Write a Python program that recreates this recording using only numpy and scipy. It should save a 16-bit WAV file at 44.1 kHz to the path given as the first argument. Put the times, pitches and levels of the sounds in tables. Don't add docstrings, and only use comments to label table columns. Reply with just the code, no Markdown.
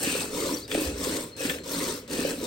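import sys
import numpy as np
from scipy import signal
from scipy.fft import rfft, irfft, next_fast_len
from scipy.io import wavfile
from scipy.ndimage import uniform_filter1d

SR = 44100
rng = np.random.default_rng(int(sys.argv[2]) if len(sys.argv) > 2 else 0)


def bounce(signal):
    frames = np.transpose(np.atleast_2d(signal))
    limited = np.clip(frames, -1, 1)
    pcm = np.round(limited * 32767).astype(np.int16)
    wavfile.write(sys.argv[1], SR, pcm)


N = 108706
T = np.arange(N) / SR
SIZE = 2 * next_fast_len(N // 2 + SR // 4)
HZ = np.maximum(np.arange(SIZE // 2 + 1) * SR / SIZE, 1)

# start in seconds, squeeze in seconds, fizz level in dB, gurgle level in dB.
LEFT_JETS = [(-.03, 0.23, -26.5, -35.5), (0.679, 0.17, -29, -31.5), (1.365, 0.13, -28.5, -35),
             (2.078, 0.21, -29, -31.5)]
RIGHT_JETS = [(.28, 0.22, -27.5, -30.5), (.935, 0.22, -27.5, -31.5), (1.635, 0.25, -27.5, -32.5),
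              (2.37, .25, -30, -30)]
# attack in seconds, seconds for the fizz to fall 20 dB, seconds for the gurgle to fall 20 dB,
# share of the jet that is there at once.
LEFT_GRIP = (0.062, 0.12, 0.2, 0.22)
RIGHT_GRIP = (0.13, 0.14, 0.15, 0.27)
RELEASE_BEND = 1.57

# frequency in Hz, relative level in dB.
LEFT_FIZZ = [(300, -16.5), (780, -2), (960, -6.5), (1200, -6.5), (1450, -6), (1750, -2.5), (2100, -11),
             (2600, -0.5), (3200, -7.5), (4200, -5), (5500, -3), (6900, -3.5), (8400, 0)]
RIGHT_FIZZ = [(300, 0), (780, -7), (960, 2), (1200, 0.5), (1450, -3.5), (1750, -6), (2100, -1.5),
              (2600, -5), (3200, -3), (4200, -1), (5500, 1.5), (6900, 0), (8400, 3.5)]
DROPS_PER_S, DROP_SPREAD_DB = 8000, 4
SPUTTER_DB, SPUTTER_HZ = 1.5, 57
FROTH_DB, FROTH_HZ = 2, 12

BURSTS_PER_S, BURST_DB, BURST_SPREAD_DB = 700, -6, 3
BURST_T60_S, BURST_LOW_HZ, BURST_HIGH_HZ = 0.13, 817, 4518
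TICKS_PER_S, TICK_DB, TICK_SPREAD_DB = 170, -9.5, 3
TICK_LOW_HZ, TICK_HIGH_HZ, TICK_CYCLES, TICK_RISE = 1300, 6000, 12, 0.15

# frequency in Hz, relative level in dB.
SPIT_COLOUR = [(500, -12), (2000, -4), (8500, 0)]
SPIT_DB, SPIT_T60_S = -39, 0.025

# start in seconds, length in seconds, level in dB.
GRAZE = (0.017, 0.16, -33)
# frequency in Hz, relative level in dB.
GRAZE_COLOUR = [(1800, -17), (2300, -5), (2560, 6), (2900, 0), (3400, -12), (4500, -31)]

# frequency in Hz, relative level in dB, T60 in seconds.
WALL_MODES = [(956, -8, 0.11), (1047, -5, 0.13), (1769, -2, 0.16), (2312, -10.5, 0.059),
              (2452, -16.5, 0.062), (2600, -2, 0.63), (4080, -2, 0.43)]
PAIL_T60_S, PAIL_ECHO_DB = 0.15, -5

# frequency in Hz, relative level in dB.
PAIL_AIR = [(90, -4), (140, -21.5), (171, -1.5), (200, -15), (240, -2.5), (287, 2.5), (345, -3.5),
            (410, -1), (460, -2), (520, -2), (620, -10.5), (760, -20), (1200, -34)]
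GURGLE_LAG_S = 0.0051
BUBBLES_PER_S, BUBBLE_SPREAD_DB = 1300, 5
BUBBLE_CYCLES = 7.4
BUBBLE_RISE = 0.079

# start in seconds, starting pitch in Hz, level in dB.
PLOPS = [(0.073, 270, -14), (0.152, 460, -14.5), (0.426, 380, -30), (0.536, 270, -17.5), (0.749, 508, -9),
         (.7485, 690, -15.5), (0.754, 285, -17), (0.776, 370, -14), (.778, 268, -19.5), (0.794, 276, -17),
         (0.816, 283, -19.5), (0.838, 288, -24), (1.094, 288, -16), (1.405, 470, -19), (1.451, 247, -15.5),
         (1.503, 252, -22), (2.191, 268, -17.5), (2.25, 485, -11), (2.425, 300, -19)]
PLOP_CYCLES, PLOP_RISE = 12.7, 0.25

# start in seconds, level in dB.
SLAPS = [(.049, -29), (0.715, -18), (.724, -29), (0.7457, -21), (0.757, -26), (.778, -27), (1.0466, -27),
         (1.165, -34), (1.415, -29), (1.4508, -22.5), (1.4956, -16.5), (1.5, -17), (1.54, -27.5),
         (1.585, -31), (1.814, -27), (2.108, -33)]
# frequency in Hz, relative level in dB.
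SLAP_COLOUR = [(300, -4.5), (750, -13.5), (1200, -8), (1800, 3.5), (2600, -1.5), (3400, 4), (4500, -22),
               (12000, -13)]
SLAP_T60_S, SLAP_ATTACK_S, SLAP_ECHO_DB = 0.021, 0.0008, -7

# start in seconds, length in seconds, start, middle and end pitch in Hz, level in dB.
CHIRPS = [(.534, .022, 5640, 5720, 5900, -29), (.565, .016, 4500, 4530, 4480, -32.5),
          (.611, .044, 3650, 4520, 5050, -40), (.642, .018, 4020, 3800, 3680, -44),
          (.648, .018, 5050, 4850, 4600, -45)]
# delay in seconds, relative level in dB.
CHIRP_ECHOES = [(.019, -14), (.034, -13)]
CHIRP_WAVER, CHIRP_FLUTTER_DB = 0.012, 2

# frequency in Hz, relative level in dB, T60 in seconds.
RING_MODES = [(4206, -7, 1.2), (4250, 0, .35)]
# start in seconds, level in dB.
RINGS = [(0, -43), (.5, -50), (1.314, -42), (1.578, -46)]
RING_ATTACK_S = 0.008

# start in seconds, level in dB.
THUDS = [(0.85, -28.5), (0.914, -33), (0.949, -37), (1.002, -39)]
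THUD_HZ, THUD_S = 69.7, 0.062

# frequency in Hz, relative level in dB.
YARD = [(25, -42), (45, -14.5), (68, 5), (120, 2), (300, -1), (520, -1.5), (800, -17.5), (2000, -15.5),
        (5000, -24.5), (15000, -40)]
YARD_DB = -47

# frequency in Hz, correlation from 0 to 1.
LIKENESS = [(300, 1), (600, 1), (900, 0.53), (3000, 0.15), (4200, 0.84), (6500, 0.16), (8500, 1),
            (15000, 1)]
# frequency in Hz, left minus right in dB.
BALANCE_DB = [(500, -1), (950, 5.5), (1400, 0.5), (2600, 3), (4000, 3), (5200, 7.5), (6800, 10.5),
              (7800, 0), (15000, -0.5)]
# frequency in Hz, lead of the left in radians.
PORT_PHASE = [(150, 0), (500, .55), (750, 1.4), (1000, .5), (1700, 1.9), (2700, 1.4), (3600, .2),
              (6000, .5), (7300, 1.1), (8500, 0), (9400, -1.2), (10000, -2.8), (10700, -3.5), (11500, -5.6),
              (12800, -7), (13400, -9), (14200, -9.8), (15300, -12.2)]
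# frequency in Hz, gain in dB.
TREBLE = [(8500, 0), (10200, -5), (11300, -8), (12500, -9), (15500, -8)]
CUTOFF_HZ = 15900


def amp(db):
    return 10 ** (np.asarray(db) / 20)


def unit(x):
    return x / np.sqrt(np.mean(x ** 2) + 1e-20)


def decay(t, t60):
    return np.exp(-np.log(1000) * t / t60)


def across(points):
    hz, value = np.transpose(points)
    return np.interp(np.log(HZ), np.log(hz), value)


def colour(x, points):
    gain = amp(across(points))
    cepstrum = irfft(np.log(unit(gain)))
    cepstrum[1:SIZE // 2] *= 2
    cepstrum[SIZE // 2 + 1:] = 0
    response = np.exp(rfft(cepstrum))
    return irfft(rfft(x, SIZE) * response)[..., :N]


def drift(rate):
    noise = rfft(rng.standard_normal(SIZE))
    return unit(irfft(noise / (1 + (HZ / rate) ** 2))[:N])


def add(out, s, sound):
    i = int(np.clip(s * SR, 0, N))
    out[i:i + len(sound)] += sound[:N - i]


def flow(jets, grip, release, lag, axis):
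    power, attack, first = 0, grip[0], np.clip(grip[3], 0, 1)
    for row in jets:
        t = T - row[0] - lag
        build = np.sin(np.pi / 2 * np.clip(t / attack, 0, 1)) ** 2
        rise = (t > 0) * (first + (1 - first) * build)
        fall_db = 20 * (np.maximum(t - row[1], 0) / release) ** RELEASE_BEND
        power = power + (rise * amp(row[axis] - fall_db)) ** 2
    return np.sqrt(power)


def bubble(hz, cycles, rise):
    t = T[:int(cycles / hz * SR)]
    age = t * hz / cycles
    tone = np.sin(2 * np.pi * hz * t * (1 + rise * age))
    onset = 1 - np.exp(-2 * hz * t)
    return tone * decay(age, 1) * onset


def pail(x):
    keep = np.exp(-2 * np.log(1000) / (PAIL_T60_S * SR))
    power = signal.lfilter([1 - keep], [1, -keep], x ** 2 + 1e-18)
    return np.sqrt(power) * rng.standard_normal(N)


def in_pail(x, spectrum):
    echo = amp(PAIL_ECHO_DB)
    direct = (x + echo * pail(x)) / np.hypot(1, echo)
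    return colour(np.array([direct, pail(x)]), spectrum)


def fizz(jets, grip, spectrum):
    spread_db = DROP_SPREAD_DB * np.minimum(rng.exponential(1, N), 4)
    sizes = amp(spread_db) * rng.choice([-1, 1], N)
    landed = rng.random(N) < DROPS_PER_S / SR
    drops = unit(sizes * landed * amp(SPUTTER_DB * drift(SPUTTER_HZ)))
    level = flow(jets, grip, grip[1], 0, axis=2) / np.hypot(1, amp(BURST_DB))
    spatter = np.array([amp(BURST_DB) * bursts() + amp(TICK_DB) * ticks() for _ in range(2)])
    return in_pail(level * drops, spectrum) + colour(level * spatter, spectrum)


def bursts():
    out, t = np.zeros(N), T[:SR // 20]
    envelope = decay(t, BURST_T60_S)
    for k, (pitch, size, delay) in enumerate(rng.random((N // 16, 3))):
        s = (k + delay) / BURSTS_PER_S
        if s < T[-1]:
            hz = BURST_LOW_HZ + (BURST_HIGH_HZ - BURST_LOW_HZ) * pitch
            level = amp(-BURST_SPREAD_DB * np.log(size + 0.02))
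            add(out, s, level * envelope * np.sin(2 * np.pi * hz * t))
    return unit(out)


def ticks():
    out = np.zeros(N)
    for when, pitch, size in rng.random((int(TICKS_PER_S * N / SR), 3)):
        hz = TICK_LOW_HZ * (TICK_HIGH_HZ / TICK_LOW_HZ) ** pitch
        level = np.sqrt(hz) * amp(-TICK_SPREAD_DB * np.log(size + 0.04))
        add(out, when * N / SR, level * bubble(hz, TICK_CYCLES, TICK_RISE))
    return unit(out)


def froth(x):
    centres = np.geomspace(700, 11000, 24)
    spectrum = rfft(x, SIZE)
    out = 0
    for pick in np.eye(len(centres)):
        band = irfft(spectrum * across(list(zip(centres, pick))))[:, :N]
        out = out + band * amp(FROTH_DB * drift(FROTH_HZ))
    return out


def spits():
    out, t = np.zeros(N), T[:SR // 20]
    for s, *_ in LEFT_JETS:
        if s > 0:
            add(out, s, amp(SPIT_DB) * rng.standard_normal(len(t)) * decay(t, SPIT_T60_S))
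    return colour(out, SPIT_COLOUR)


def graze():
    s, length, db = GRAZE
    level = amp(db) * np.sin(np.pi * np.clip((T - s) / length, 0, 1))
    return in_pail(level * rng.standard_normal(N), GRAZE_COLOUR)


def walls(x):
    out = 0
    for k, (hz, db, t60) in enumerate(WALL_MODES):
        r = decay(1 / SR, t60)
        zeros = [(1 - r * r) / 2, 0, (r * r - 1) / 2]
        poles = [1, -2 * r * np.cos(2 * np.pi * hz / SR), r * r]
        out = out + (-1) ** k * 2 * amp(db) * signal.lfilter(zeros, poles, x)
    return out


def gurgle():
    crowd = np.zeros(N)
    starts = np.arange(N // 20) / BUBBLES_PER_S
    for s, (pitch, size, chance) in zip(starts, rng.random((N // 20, 3))):
        hz = 130 + 700 * pitch
        level = np.sqrt(hz) * amp(-BUBBLE_SPREAD_DB * np.log(size + 0.077))
        sign = np.sign(chance - 0.5)
        add(crowd, s + chance / 100, level * sign * bubble(hz, BUBBLE_CYCLES, BUBBLE_RISE))
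    left = flow(LEFT_JETS, LEFT_GRIP, LEFT_GRIP[2], GURGLE_LAG_S, axis=3)
    right = flow(RIGHT_JETS, RIGHT_GRIP, RIGHT_GRIP[2], GURGLE_LAG_S, axis=3)
    crowd = colour(crowd, PAIL_AIR)
    crowd_rms = np.sqrt(uniform_filter1d(crowd ** 2, size=SR // 12) + 1e-12)
    return np.hypot(left, right) * crowd / crowd_rms


def plops():
    out = np.zeros(N)
    for s, hz, db in PLOPS:
        add(out, s, amp(db) * bubble(hz, PLOP_CYCLES, PLOP_RISE))
    return out


def slaps():
    out, t = np.zeros(N), T[:SR // 20]
    envelope = decay(t, SLAP_T60_S) * (1 - np.exp(-t / SLAP_ATTACK_S))
    for s, db in SLAPS:
        add(out, s, amp(db) * rng.standard_normal(len(t)) * envelope)
    return colour(out + amp(SLAP_ECHO_DB) * pail(out), SLAP_COLOUR)


def chirps():
    out, waver = np.zeros(N), 1 + CHIRP_WAVER * drift(200)
    for s, length, *pitches, db in CHIRPS:
        n = int(length * SR)
        hz = np.interp(np.arange(n), [0, n / 2, n], pitches) * waver[int(s * SR):][:n]
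        level = amp(db + CHIRP_FLUTTER_DB * drift(150)[:n]) * np.sqrt(np.hanning(n))
        note = level * np.sin(2 * np.pi * np.cumsum(hz) / SR)
        add(out, s, note)
        for delay, echo_db in CHIRP_ECHOES:
            add(out, s + delay, amp(echo_db) * note)
    return out


def metal_ring():
    out, ring = np.zeros(N), 0
    for hz, db, t60 in RING_MODES:
        ring = ring + amp(db) * np.sin(2 * np.pi * hz * T) * decay(T, t60)
    for s, db in RINGS:
        add(out, s, amp(db) * ring * (1 - np.exp(-T / RING_ATTACK_S)))
    return out


def thuds():
    out, n = np.zeros(N), int(THUD_S * SR)
    thud = np.hanning(n) * np.sin(2 * np.pi * THUD_HZ * T[:n])
    for s, db in THUDS:
        add(out, s, amp(db) * thud)
    return out


def yard_air():
    return amp(YARD_DB) * colour(rng.standard_normal((2, N)), YARD)


def microphones(direct, diffuse):
    alike = np.clip(across(LIKENESS), 0, 1)
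    sign = np.array([[1], [-1]])
    shared = np.sqrt((1 + alike) / 2) * rfft(direct, SIZE)
    opposed = sign * np.sqrt((1 - alike) / 2) * rfft(diffuse, SIZE)
    lean = amp(sign * across(BALANCE_DB) / 2)
    lean = lean / np.sqrt(np.mean(lean ** 2, axis=0))
    phase = np.exp(0.5j * sign * across(PORT_PHASE))
    return irfft((shared + opposed) * lean * amp(across(TREBLE)) * phase)[:, :N]


def scene():
    jets = fizz(LEFT_JETS, LEFT_GRIP, LEFT_FIZZ) + fizz(RIGHT_JETS, RIGHT_GRIP, RIGHT_FIZZ)
    impacts = np.array([slaps() + spits() for _ in range(2)])
    spray = froth(jets) + impacts + graze()
    direct, diffuse = spray + walls(spray[::-1])
    bubbles = plops() + gurgle()
    small_sounds = chirps() + metal_ring() + thuds()
    air = yard_air()
    direct = direct + bubbles + small_sounds + air[0]
    diffuse = diffuse + colour(pail(bubbles), PAIL_AIR) + air[1]
    return microphones(direct, diffuse)


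def record(dry):
    lowpass = signal.ellip(12, 0.1, 80, CUTOFF_HZ, fs=SR, output="sos")
    return signal.sosfilt(lowpass, dry)


dry = scene()
out = record(dry)
bounce(out)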